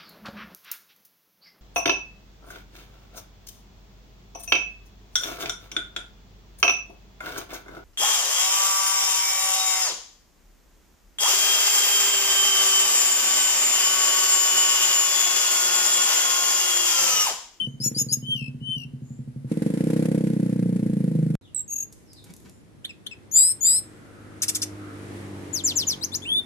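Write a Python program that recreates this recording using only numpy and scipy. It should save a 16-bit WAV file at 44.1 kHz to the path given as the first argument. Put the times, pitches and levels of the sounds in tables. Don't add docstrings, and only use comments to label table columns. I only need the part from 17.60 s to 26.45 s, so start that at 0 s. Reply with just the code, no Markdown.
import sys
import numpy as np
from scipy import signal
from scipy.fft import rfft, irfft
from scipy.io import wavfile

SR = 44100
rng = np.random.default_rng(int(sys.argv[2]) if len(sys.argv) > 2 else 0)


def put_to_file(sound):
    columns = np.atleast_2d(sound).T
    safe = np.clip(columns, -1, 1)
    whole_steps = np.round(safe * 32767)
    wavfile.write(sys.argv[1], SR, whole_steps.astype(np.int16))


N = 390285
TIME = np.arange(N) / SR
CUT_S, RESUME_S = 3.753, 3.812


def undb(db):
    return 10 ** (np.asarray(db) / 20)


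def unit(x):
    return x / np.sqrt(np.mean(x ** 2))


def ramp(x):
    return np.clip(x, 0, 1)


def clock(length):
    return np.arange(int(length * SR)) / SR


def turn(hz):
    return 2 * np.pi * np.cumsum(hz) / SR


def curves(table):
    times, *columns = np.transpose(table)
    return [np.interp(TIME, times, column) for column in columns]


def wander(rate, size=N):
    knots = rng.standard_normal(int(size / SR * rate) + 3)
    return 1.5 * np.interp(np.arange(size) / SR * rate, np.arange(len(knots)), knots)


def colour(x, points):
    size = 2 ** 14
    hz, db = np.transpose(points)
    bins_hz = np.maximum(np.fft.rfftfreq(size, 1 / SR), 1)
    cepstrum = irfft(np.log(undb(np.interp(np.log(bins_hz), np.log(hz), db))))
    cepstrum[1:size // 2] *= 2
    cepstrum[size // 2 + 1:] = 0
    return signal.fftconvolve(x, irfft(np.exp(rfft(cepstrum))))[:N]


def noise(points, size=N):
    return unit(colour(rng.standard_normal(size), points)[:size])


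def resonate(x, hz, width_hz):
    carrier, pole = np.exp(1j * turn(hz)), np.exp(-np.pi * width_hz / SR)
    return 2 * np.real(carrier * signal.lfilter([1 - pole], [1, -pole], x / carrier))


def delay(x, ms):
    return np.pad(x, (int(ms * SR / 1000), 0))[:N]


def add(track, start, sound):
    i = max(int(start * SR), 0)
    track[..., i:i + sound.shape[-1]] += sound[..., :N - i]


def reverb(x, t60, onset):
    t = TIME[:SR // 2]
    tails = rng.standard_normal((2, len(t))) * np.exp(-np.log(1000) * t / t60) * (t > onset)
    tails /= np.linalg.norm(tails, axis=1, keepdims=True)
    return signal.fftconvolve(x[None], tails, axes=1)[:, :N]


def partials(phase, overtones_db):
    return np.sqrt(2) * sum(undb(db) * np.sin(k * phase) for k, db in enumerate([0, *overtones_db], 1))


def envelope(t, attack, swell_db, release=0, release_db=21.5):
    ending = ramp(1 - (t[-1] - t) / release) if release else 0
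    return -swell_db * ramp(1 - t / attack) - release_db * ending


def from_bill(note, pan_db, fade=0.00034):
    t = TIME[:len(note)]
    return note * ramp(np.minimum(t, t[-1] - t) / fade) * undb(np.array([[.5], [-.5]]) * pan_db)


# frequency in Hz, gain in dB.
AIR_EQ = [(22, -19.5), (50, 5), (110, 8), (300, 1.5), (800, -16.5), (2000, -22.5), (7000, -29),
          (11000, -29.5), (15000, -44)]


def air():
    return undb(-52) * np.array([noise(AIR_EQ), noise(AIR_EQ)])


# frequency in Hz, gain in dB.
IDLE_EQ = [(30, -70), (70, -23), (105, -5), (140, 7), (190, -14), (245, -1.5), (330, -29.5), (420, -26),
           (530, -34), (750, -52.5), (2000, -70), (8000, -120)]
LOADED_EQ = [(30, -32), (65, -24), (95, -20), (145, 0.5), (186, 3.5), (258, -4), (325, -1.5), (380, -24),
             (440, -10.5), (510, -11), (620, -27.5), (850, -36.5), (2000, -89.5), (8000, -120)]


def exhaust(cycles, rate, since_firing, throttle, level_db):
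    opening = ramp(throttle / 0.79)
    pulses = unit(np.diff(np.floor(cycles), prepend=0) * undb(wander(30)))
    gas = unit(rng.standard_normal(N) * np.exp(-since_firing / 0.15))
    blow = (pulses + undb(-15) * gas) / np.sqrt(rate)
    gentle = signal.sosfilt(signal.butter(2, 420, fs=SR, output="sos"), blow)
    idle, loaded = unit(colour(gentle, IDLE_EQ)), unit(colour(blow, LOADED_EQ))
    pipe = delay(((1 - opening) * idle + opening * loaded) * undb(level_db), ms=0.59)
    send = pipe * (1 - 0.27 * opening)
    slaps = undb(-16) * delay(send, ms=13.5) + undb(-14.5) * delay(send, ms=29)
    street = undb(-8) * reverb(send, t60=.2, onset=.012)[0]
    return undb(2) * (pipe + slaps + street)


# time in seconds, boom centre in Hz, boom strength,
# gain of the upper ring in dB.
SILENCER_BOOM = [(2.2, 195, 0, 2.5), (2.56, 203, 0.5, 5), (2.7, 196, 1.1, -0.5), (2.98, 177.5, 0.4, -2),
                 (3.12, 165.6, 2, 1.5), (3.24, 213, 0.33, -2), (3.42, 190, 1.54, -1), (3.58, 163, 2.5, 4.5),
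                 (3.75, 160.6, 2.5, -1.5)]


def silencer_boom(pipe):
    boom_hz, strength, ring_db = curves(SILENCER_BOOM)
    upper_ring = signal.sosfiltfilt(signal.butter(3, 290, "high", fs=SR, output="sos"), pipe)
    thuds = (pipe + (undb(ring_db) - 1) * upper_ring) * undb(-1.5 * strength)
    return thuds + strength * resonate(pipe, boom_hz, width_hz=22.3)


# frequency in Hz, gain in dB.
CLATTER_EQ = [(530, -18.5), (900, -6), (1210, -14.5), (1420, -8.5), (2030, -8), (2990, -15.5),
              (6280, -18.5), (10200, -12.5), (13500, -27.5), (15000, -21)]


def valve_clatter(cycles, since_firing, throttle):
    lag_s, decay_s = 0.002, 0.0065
    snap_db = 3.5 + 2.5 * rng.uniform(-1, 1, int(cycles[-1]) + 1)
    decay = (since_firing > lag_s) * np.exp(-np.abs(since_firing - lag_s) / decay_s)
    snap = undb(snap_db)[cycles.astype(int)] * throttle * decay
    level_db = -73.5 + 30 * throttle ** 0.76 + 1.2 * wander(120)
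    return np.array([noise(CLATTER_EQ), noise(CLATTER_EQ)]) * unit(0.5 + snap) * undb(level_db)


# time in seconds, firings per second.
REVS = [(0, 13.64), (.2, 16.21), (.36, 20.49), (.55, 18.6), (.75, 15.14), (.9, 15.64), (1.2, 11.77),
        (1.83, 11.7), (1.95, 18.18), (2.1, 26.76), (2.25, 32.05), (2.5, 32.97), (2.8, 31.08), (3.22, 29.3),
        (3.4, 27.4), (3.76, 26.1)]
# time in seconds, relative exhaust level in dB, throttle from 0 to 1.
EFFORT = [(0, -28.5, 0.4), (.17, -46, 0), (.22, -32, 0.3), (.36, -35.5, 0.41), (.6, -37.5, 0.12),
          (1.2, -41, 0), (1.75, -39, 0.14), (1.86, -35, 0.22), (1.92, -30, 0.78), (2.15, -27, 0.83),
          (2.4, -25, 0.93), (2.75, -23.5, 0.69), (3.75, -27, 0.57)]


def motorbike():
    rate, = curves(REVS)
    exhaust_db, throttle = curves(EFFORT)
    cycles = np.cumsum(rate) / SR
    since_firing = cycles % 1 / rate
    pipe = silencer_boom(exhaust(cycles, rate, since_firing, throttle, exhaust_db))
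    stereo = np.array([pipe * undb(0.36), delay(pipe, ms=0.38) * undb(0.97)])
    return stereo + valve_clatter(cycles, since_firing, throttle)


def whistle_tone(hz, db, third_db):
    sag = ramp((np.maximum.accumulate(hz) - hz) / 200)
    beat = turn(58 * (1 + 0.069 * wander(28, len(hz))))
    warble = sag * np.sin(beat)
    phase = turn(hz * (1 + 0.022 * warble + 0.004 * wander(290.4, len(hz))))
    octaves = undb(-12) * ramp(warble) * (np.sin(2 * phase) + undb(-6) * np.sin(4 * phase))
    beat_left = 1 - beat / (2 * np.pi) % 1
    flick = undb(-18) * beat_left * np.sin(turn(hz * (1 + 0.84 * beat_left)))
    tone = partials(phase, overtones_db=[-36, third_db - 5 * sag, -40])
    return undb(db + 4 * warble) * (tone + sag * (octaves + flick))


# crest time, swell and sag lengths in seconds, crest pitch and
# sag depth in Hz, level and pan in dB.
WHISTLES = [(0.01, 0.14, 0.061, 3075, 156, -20, 11), (.73, 0.11, 0.16, 3141, 545, -23, 12),
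            (1.133, 0.13, 0.116, 3085, 353, -23.5, 9.5)]


def whistles():
    scoop_hz, swell_db, drop_db, settle_s, fade_db_per_s = 148.7, 33, 11, 0.055, 42.5
    out = np.zeros((2, N))
    for crest, swell, sag, crest_hz, sag_hz, db, pan_db in WHISTLES:
        t = TIME[(TIME > crest - swell) & (TIME < crest + sag)] - crest
        before, after = ramp(-t / swell) ** 2, np.maximum(t, 0)
        hz = crest_hz - scoop_hz * before - sag_hz * (1 - np.exp(-(after / settle_s) ** 2))
        level_db = db - swell_db * before - drop_db * ramp(after / settle_s) - fade_db_per_s * after
        add(out, crest + t[0], from_bill(whistle_tone(hz, level_db, third_db=-25), pan_db, fade=0.003))
    return out


# start and length in seconds, first and last pitch in Hz, level in dB.
FAINT_TONES = [(.03, 0.12, 6580, 6600, -62.5), (1.397, 0.2, 6600, 7540, -60.5),
               (3.801, 0.092, 4260, 2490, -58.5), (4.45, .13, 5480, 4500, -56),
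               (4.55, .05, 4340, 3360, -50.5), (4.807, .2, 6900, 7300, -66)]


def faint_tones():
    out = np.zeros(N)
    for start, length, first_hz, last_hz, db in FAINT_TONES:
        size = int(length * SR)
        hz = np.linspace(first_hz, last_hz, size) * (1 + 0.018 * wander(500, size))
        add(out, start, undb(db) * np.hanning(size) ** .5 * partials(turn(hz), overtones_db=[-18]))
    return reverb(out, t60=0.34, onset=.002)


# frequency in Hz, gain in dB.
BREATH_EQ = [(1000, -14.5), (3000, -4), (6000, -27), (8500, -4), (12500, 1), (14500, -30.5)]


def breath(size):
    return noise(BREATH_EQ, size)


def two_voices(upper_hz, upper_db, lower_hz, lower_db, *, flutter, flutter_hz, throb_db, jitter,
               sum_db, octave_db, lower_octave_db, side_db, beat_db, half_db):
    size = len(lower_hz)
    shake = np.sin(turn(flutter_hz * (1 + 0.014 * wander(40.7, size))))
    high = turn(upper_hz * (1 + flutter * shake + jitter * wander(500, size)))
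    low = turn(lower_hz * (1 + flutter * shake / 2 + jitter * wander(500, size)))
    upper_gain, lower_gain = undb(upper_db + throb_db * shake), undb(lower_db)
    upper = upper_gain * (np.sin(high) + undb(octave_db) * np.sin(2 * high))
    lower = lower_gain * (np.sin(low) + undb(-15.5) * np.sin(2 * low))
    close = 2 * lower_hz > upper_hz
    sums = undb(sum_db) * np.sin(high + low) + close * undb(lower_octave_db) * np.sin(2 * low)
    low_side = close * undb(np.where(2 * lower_hz - upper_hz > 3200, -9, -20))
    sidebands = undb(side_db) * (np.sin(2 * high - low) + low_side * np.sin(2 * low - high))
    apart = high - low
    beats = undb(beat_db) * (np.sin(2 * apart) + close * 0.24 * wander(500, size) * np.sin(apart))
    doubling = undb(half_db) * (.85 + .6 * wander(600, size))
    halves = doubling * (np.sin(high / 2) + .4 * np.sin(1.5 * high))
    coupling = np.sqrt(upper_gain * lower_gain)
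    return np.sqrt(2) * (upper + lower + coupling * (sums + sidebands + beats + halves))


# start and length in seconds; upper voice pitch in Hz, level and swell
# in dB; lower voice first and last pitch in Hz, level in dB; pan in dB.
DUETS = [(0.201, 0.089, 6924, -26.5, 36, 4850, 5580, -25.5, 8),
         (0.346, 0.08, 6715, -19.5, 49, 4560, 5307, -24, 6),
         (0.486, 0.065, 6653, -18.5, 67, 4540, 5250, -24.5, 7.5)]


def duets():
    entry_s, slide_s, release_s, arch_hz, handover_db_per_s = 0.041, .046, 0.0059, 900, 109
    out = np.zeros((2, N))
    for start, length, top_hz, top_db, swell_db, first_hz, last_hz, low_db, pan_db in DUETS:
        t = clock(length)
        upper_hz = top_hz - arch_hz * (t / length - .75) ** 2
        lower_hz = first_hz + (last_hz - first_hz) * ramp(t / slide_s)
        upper_db = top_db - swell_db * ramp(1 - t / entry_s) ** 0.79 + 0.8 * wander(110, len(t))
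        upper_db += envelope(t, entry_s, swell_db=0, release=release_s)
        lower_db = low_db + envelope(t, entry_s, swell_db=9.5, release=2 * release_s)
        handover_db = handover_db_per_s * np.maximum(t - entry_s, 0)
        note = two_voices(upper_hz, upper_db + handover_db, lower_hz, lower_db - handover_db,
                          flutter=0.002, flutter_hz=111, throb_db=0.2, jitter=0.0052, sum_db=-11,
                          octave_db=-12, lower_octave_db=-9, side_db=-15, beat_db=-24, half_db=-43)
        note += undb((upper_db + low_db) / 2 - 22) * breath(len(t))
        add(out, start, from_bill(note, pan_db, fade=0.0019))
    return out


# time in seconds, band centre in Hz, level in dB.
TREAD_BAND = [(4.5, 1400, -96), (5.8, 1400, -74), (6.6, 1355, -55.5), (7.05, 1310, -59), (7.3, 1310, -47),
              (7.55, 1308, -67), (7.75, 950, -55), (8.05, 898, -61), (8.35, 870, -53), (8.8, 844, -67)]


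def tyre_tread(width_hz=440):
    hz, db = curves(TREAD_BAND)
    bands = [resonate(rng.standard_normal(N), hz, width_hz) for _ in range(2)]
    return np.array([unit(resonate(band, hz, width_hz)) for band in bands]) * undb(db)


# multiple of the engine pitch, base level in dB,
# time and width of its swell in seconds, swell in dB.
ENGINE_ORDERS = [(1, -45.5, 7.18, 0.73, 5.5), (1.5, -58, 8.35, 0.41, 8), (2, -50.5, 7.72, 0.11, 6),
                 (2.5, -59.5, 8.5, 0.23, 9), (3, -50, 7.24, 0.59, 9), (3.5, -52.5, 7.85, 0.1, 5.5),
                 (4.5, -58, 10, 0.19, 7.5)]
# frequency in Hz, gain in dB.
ROAD_EQ = [(18, -34), (30, -14), (64, -21.5), (92, -10), (167, -11.5), (195, -13.5), (267, -7), (330, -8),
           (698, -21), (1240, -26.5), (2050, -25.5), (2700, -31), (5030, -37.5), (9890, -37.5),
           (13900, -50.5), (15000, -107.5)]


def traffic():
    pass_s, speed_m_s, street_m, engine_hz = 7.8, 18.5, 11, 97.7
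    along = speed_m_s * (TIME - pass_s)
    distance = np.hypot(along, street_m)
    hz = engine_hz / (1 + speed_m_s / 343 * along / distance)
    loss_db = 20 * np.log10(distance / street_m) + 0.05 * (distance - street_m)
    loss_db += 4 * ramp((6.12 - TIME) / 0.6)
    road_db = -45.5 - loss_db - 0.55 * along / distance
    phase = turn(hz * (1 + 0.003 * wander(14)))
    drone = 0
    for k, db, crest, width, swell_db in ENGINE_ORDERS:
        order_db = db - loss_db + swell_db * np.exp(-((TIME - crest) / width) ** 2) + 1.2 * wander(6.8)
        drone += np.sqrt(2) * undb(order_db) * np.sin(k * phase)
    growl = sum(undb(road_db - 7.5 + 4.5 * wander(6)) / k * np.sin(k * phase + wander(25))
                for k in np.arange(9, 26) / 2)
    road_gain = undb(road_db + 3 + 0.7 * wander(7))
    mid = noise(ROAD_EQ)
    side = colour(noise(ROAD_EQ), [(100, -24), (400, -5), (1000, 1.5), (10000, -1.5)])
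    return drone + growl + np.array([mid + side, mid - side]) * road_gain + tyre_tread()


# start and length in seconds, first and last pitch in Hz, level in dB,
# seconds before the pulsing, opening pulses per second, lower voice as a pitch ratio, pan in dB.
QUAVERS = [(3.945, 0.076, 8220, 7625, -22.5, 0.0024, 53.5, 0.5, -12.5),
           (4.078, 0.17, 6580, 6613, -22.5, 0.06, 37.8, 0.41, 9)]


def quavers():
    swell_db, gap_db, settle_s, pitch_dip, hurry = 14, 29, 0.0155, 0.0148, 0.326
    out = np.zeros((2, N))
    for start, length, first_hz, last_hz, db, steady, pulse_hz, lower_ratio, pan_db in QUAVERS:
        t = clock(length)
        broken = np.maximum(t - steady, 0)
        stumble = .06 * wander(60, len(t)) * ramp(broken / .01)
        beats = pulse_hz * broken * (1 + hurry * broken / length) + stumble
        gap = np.sin(np.pi * beats) ** 4
        hz = (last_hz + (first_hz - last_hz) * np.exp(-t / settle_s)) * (1 - pitch_dip * gap)
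        lower_hz = hz * lower_ratio * (1 + 0.0154 * wander(295, len(t)))
        level_db = db - swell_db * ramp(1 - t / steady) ** 1.1 - gap_db * gap
        level_db += envelope(t, steady, swell_db=0, release=0.0055)
        note = two_voices(hz, level_db, lower_hz, level_db - 29, flutter=0, flutter_hz=112, throb_db=1.5,
                          jitter=0.0028 + 0.0058 * gap + 0.0036 * (broken > 0), sum_db=-18,
                          octave_db=-13, lower_octave_db=-14, side_db=-19, beat_db=-13, half_db=-43)
        note += undb(db - 36) * ramp(broken / 0.026) * breath(len(t))
        add(out, start, from_bill(note, pan_db, fade=0.0027))
    return out


# start and length in seconds, level in dB.
WING_WHIRRS = [(4.293, 0.19, -71), (4.627, .13, -50), (4.817, 0.1, -50)]
# frequency in Hz, gain in dB.
WING_EQ = [(30, -13), (120, 11.5), (350, 3), (700, -13), (2000, -14.5), (8000, -21), (15000, -38)]


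def wings(wingbeat_hz=26):
    swell = np.zeros(N)
    for start, length, db in WING_WHIRRS:
        add(swell, start, undb(db) * np.hanning(int(length * SR)))
    puffs = noise(WING_EQ) * swell * (1 + 0.49 * np.sin(2 * np.pi * wingbeat_hz * TIME))
    return puffs + undb(1.5) * reverb(puffs, t60=0.11, onset=0.002)


# start in seconds, relative level in dB, decay in seconds.
CLAW_TICKS = [(4.325, -49, 0.0084), (4.5315, -48, 0.0039), (4.641, -50.5, .008), (4.706, -56, .004),
              (4.738, -43.5, 0.0022), (4.7643, -48, .004), (4.8013, -53, .002), (4.896, -49.5, 0.0024)]
# frequency in Hz, gain in dB.
CLAW_EQ = [(300, 6), (1500, -20), (4000, -6.5), (7000, 1.5), (13000, -3), (15000, -15)]


def claws():
    bursts, t = np.zeros(N), clock(0.1)
    for start, db, decay in CLAW_TICKS:
        add(bursts, start, undb(db) * rng.standard_normal(len(t)) * np.exp(-t / decay))
    ticks = colour(bursts, CLAW_EQ)
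    return undb(8.5) * ticks + undb(6.5) * reverb(ticks, t60=0.7, onset=0.00054)


def throat_and_bill(source, throat_hz, bill_hz=10200):
    hz = np.maximum(np.fft.rfftfreq(len(source), 1 / SR), 1)
    width = .42 * throat_hz / 7000
    throat = 1 / (1 + (np.log(hz / throat_hz) / width) ** 2)
    bill = undb(-11.5) / (1 + (np.log(hz / bill_hz) / 0.1066) ** 2)
    return irfft(rfft(source) * (throat + bill), len(source))


# start in seconds, relative level in dB, first pitch, last pitch and throat
# resonance in Hz, length in seconds, hoarseness from 0 to 1, pan in dB.
CHIPS = [(5.243, -21.5, 2500, 4600, 3460, 0.017, 0.19, -4),
         (5.463, -24.5, 2570, 4420, 3700, 0.013, 0.45, 6.5),
         (6.819, -15.5, 7590, 1554, 7150, 0.028, 0.89, 2.5),
         (6.881, -16.5, 6920, 1710, 7200, 0.021, 0.73, 5),
         (6.948, -18.5, 6630, 1770, 7300, .022, 0.91, 3.5), (7.017, -19, 6500, 1686, 6300, 0.025, 0.58, 4)]


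def chips(break_s=0.004):
    out = np.zeros((2, N))
    for start, db, first_hz, last_hz, throat_hz, length, hoarse, pan_db in CHIPS:
        t = clock(length)
        progress, size = t / length, len(t)
        hz = first_hz * (last_hz / first_hz) ** (progress ** 0.73)
        rough = hoarse * ramp(t / break_s) ** 2
        phase = turn(hz * (1 + .3 * rough ** 2 * wander(2600, size)))
        source = sum(np.sin(k * phase) * (k * hz < SR * .4) / k ** 0.27 for k in range(1, 8))
        crackle = undb(2.5 * rough * wander(570, size))
        attack_s = 0.001 + 0.012 * (1 - hoarse) ** 3
        tone = throat_and_bill(source * crackle * ramp(t / attack_s) * (1 - progress) ** .5, throat_hz)
        croak = undb(-24) * np.hanning(size) * wander(867, size) * np.sin(phase / 2) * (hz > 2800)
        sweep = undb(-23) * np.sin(turn(hz)) * (first_hz > last_hz) * np.sin(np.pi * progress) ** .5
        add(out, start, from_bill(undb(db + 4) * (tone + croak + sweep), pan_db, fade=0.00084))
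    return out


def slur_tone(hz, db, clean_db=0):
    rasp_hz, rasp_width_hz = 5400, 1200
    phase = turn(hz * (1 + 0.0051 * wander(640, len(hz))))
    strain = np.exp(-((hz - rasp_hz) / rasp_width_hz) ** 2)
    clean = undb(clean_db) * (1 - strain)
    rasp = sum((clean + strain * wander(3200, len(hz))) * np.sin(k * phase) * (k * hz < SR * .4)
               for k in (2, 3))
    hiss = undb(-15) * strain * breath(len(hz))
    return undb(db) * (partials(phase, overtones_db=[-23]) + undb(-12) * rasp + hiss)


# start and length in seconds, first and last pitch in Hz, level and pan in dB.
PEEPS = [(5.293, 0.019, 2790, 2450, -36.5, 0), (5.512, 0.023, 2687, 2495, -37, 8.5),
         (8.62, 0.029, 3310, 3640, -38.5, 8)]


def peeps():
    out = np.zeros((2, N))
    for start, length, first_hz, last_hz, db, pan_db in PEEPS:
        t = clock(length)
        level_db = db + envelope(t, attack=0.11 * length, swell_db=1)
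        add(out, start, from_bill(slur_tone(np.linspace(first_hz, last_hz, len(t)), level_db), pan_db))
    return out


# start and length in seconds; upper voice first and last pitch in Hz,
# level and swell in dB, opening scoop in Hz (negative comes from above); pan in dB.
BUZZES = [(5.711, 0.215, 6570, 8270, -10, 23.5, 1302.5, 4.5), (6.006, .192, 6570, 8200, -13.5, 12, -350, 6)]


def buzzes():
    attack_s, scoop_s, upper_fade_db_per_s, lower_fade_db_per_s = 0.057, 0.0036, 64, 39
    out = np.zeros((2, N))
    for start, length, first_hz, last_hz, db, swell_db, scoop_hz, pan_db in BUZZES:
        t = clock(length)
        progress = t / length
        fading = np.maximum(t - attack_s, 0)
        shaking = ramp(t / attack_s) ** 2
        climb_hz = last_hz + (first_hz - last_hz) * (1 - progress) ** 1.6
        upper_hz = climb_hz - scoop_hz * np.exp(-t / scoop_s)
        lower_hz = np.linspace(4520, 5330, len(t))
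        upper_db = db + envelope(t, attack_s, swell_db) - upper_fade_db_per_s * fading
        lower_db = -25.5 + envelope(t, attack_s, swell_db=45.5) - lower_fade_db_per_s * fading
        note = two_voices(upper_hz, upper_db, lower_hz, lower_db,
                          flutter=0.031 * shaking, flutter_hz=166.7, throb_db=5.6 * shaking,
                          jitter=0.0029 + 0.0099 * progress, sum_db=-12.5, octave_db=-7.5,
                          lower_octave_db=-8.5, side_db=-24.5, beat_db=-41, half_db=-16.5)
        note += undb(lower_db + 1.5 - 13 * shaking) * breath(len(t))
        rightward_db = 3.5 * (progress - .5)
        add(out, start, from_bill(note, pan_db - rightward_db, fade=0.0061))
    return out


# start, hook length and fall length in seconds, top and last pitch in Hz,
# level and pan in dB.
FALLING_SLURS = [(7.929, 0.0066, 0.078, 7130, 2950, -25, 17), (8.037, 0.01, 0.078, 7485, 2720, -15.5, 4.5),
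                 (8.155, 0.00117, 0.084, 7450, 2790, -16.5, 8), (8.268, .001, 0.073, 7260, 3015, -16, 5.5)]


def falling_slurs():
    hook_hz, ease, fade_db = 515, 0.12, 14
    out = np.zeros((2, N))
    for start, hook, fall, top_hz, last_hz, db, pan_db in FALLING_SLURS:
        t = clock(hook + fall)
        progress = ramp((t - hook) / fall)
        fallen = progress + ease * (np.sin(np.pi / 2 * progress) ** 2 - progress)
        hz = top_hz + (last_hz - top_hz) * fallen - hook_hz * ramp(1 - t / hook) ** 2
        level_db = db + envelope(t, attack=0.012, swell_db=13) - fade_db * fallen ** 1.4
        add(out, start, from_bill(slur_tone(hz, level_db, clean_db=-6), pan_db, fade=0.0011))
    return out


# start and length in seconds, first and last pitch in Hz, level and pan in dB.
RISING_SLURS = [(8.412, 0.047, 3770, 6850, -21, 6), (8.519, 0.054, 3410, 7220, -23, 10.5)]


def rising_slurs():
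    out = np.zeros((2, N))
    for start, length, first_hz, last_hz, db, pan_db in RISING_SLURS:
        t = clock(length)
        risen = (1 + np.tanh((t / length - 0.56) / 0.24)) / 2
        level_db = db + envelope(t, attack=0.57 * length, swell_db=18.5, release=0.011)
        add(out, start, from_bill(slur_tone(first_hz + (last_hz - first_hz) * risen, level_db), pan_db))
    return out


# start and length in seconds, first and plateau pitch in Hz,
# level and pan in dB.
CLOSING_WHISTLE = [(8.652, 0.15, 2470, 3565, -18.5, 1)]


def closing_whistle(rise_s=0.0398, creep_hz_per_s=420):
    out = np.zeros((2, N))
    for start, length, first_hz, plateau_hz, db, pan_db in CLOSING_WHISTLE:
        t = clock(length)
        hz = plateau_hz + (first_hz - plateau_hz) * np.exp(-t / rise_s) + creep_hz_per_s * t
        level_db = db + envelope(t, attack=0.069, swell_db=14, release=0.0073)
        add(out, start, from_bill(whistle_tone(hz, level_db, third_db=-17.5), pan_db))
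    return out


# frequency in Hz, gain in dB.
SONG_EQ = [(11000, 2), (12800, 4), (14000, -8.5)]


def flycatcher():
    notes = whistles() + closing_whistle() + peeps() + falling_slurs() + rising_slurs()
    notes += chips() + duets() + quavers() + buzzes()
    direct = np.array([colour(channel, SONG_EQ) for channel in notes])
    song = direct.mean(axis=0)
    left = direct[0] + undb(-12.5) * delay(song, ms=9.5)
    right = delay(direct[1], ms=.15) + undb(-7.5) * delay(song, ms=8.1)
    cage = undb(-11) * reverb(song, t60=.05, onset=.001)
    porch = undb(-22.5) * reverb(song, t60=0.21, onset=0.016)
    dark_song = colour(song, [(3200, -4.5), (6000, -12.5)])
    porch += undb(-21.5) * reverb(dark_song, t60=0.51, onset=0.0056)
    return undb(-7) * np.array([left, right]) + cage + porch


def scene():
    bed = air()
    street = np.where(TIME < CUT_S, motorbike(), traffic())
    return flycatcher() + faint_tones() + claws() + wings() + street + bed


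def record(dry):
    cut = dry * ((TIME < CUT_S) | (TIME > RESUME_S))
    click = undb(-29) * np.exp(-clock(.01) / .001)
    add(cut, CUT_S - .001, click)
    thinned = signal.sosfilt(signal.butter(1, 30, "high", fs=SR, output="sos"), cut)
    return signal.sosfilt(signal.ellip(8, .2, 70, 13850, fs=SR, output="sos"), thinned)


dry = scene()
out = record(dry)
put_to_file(out)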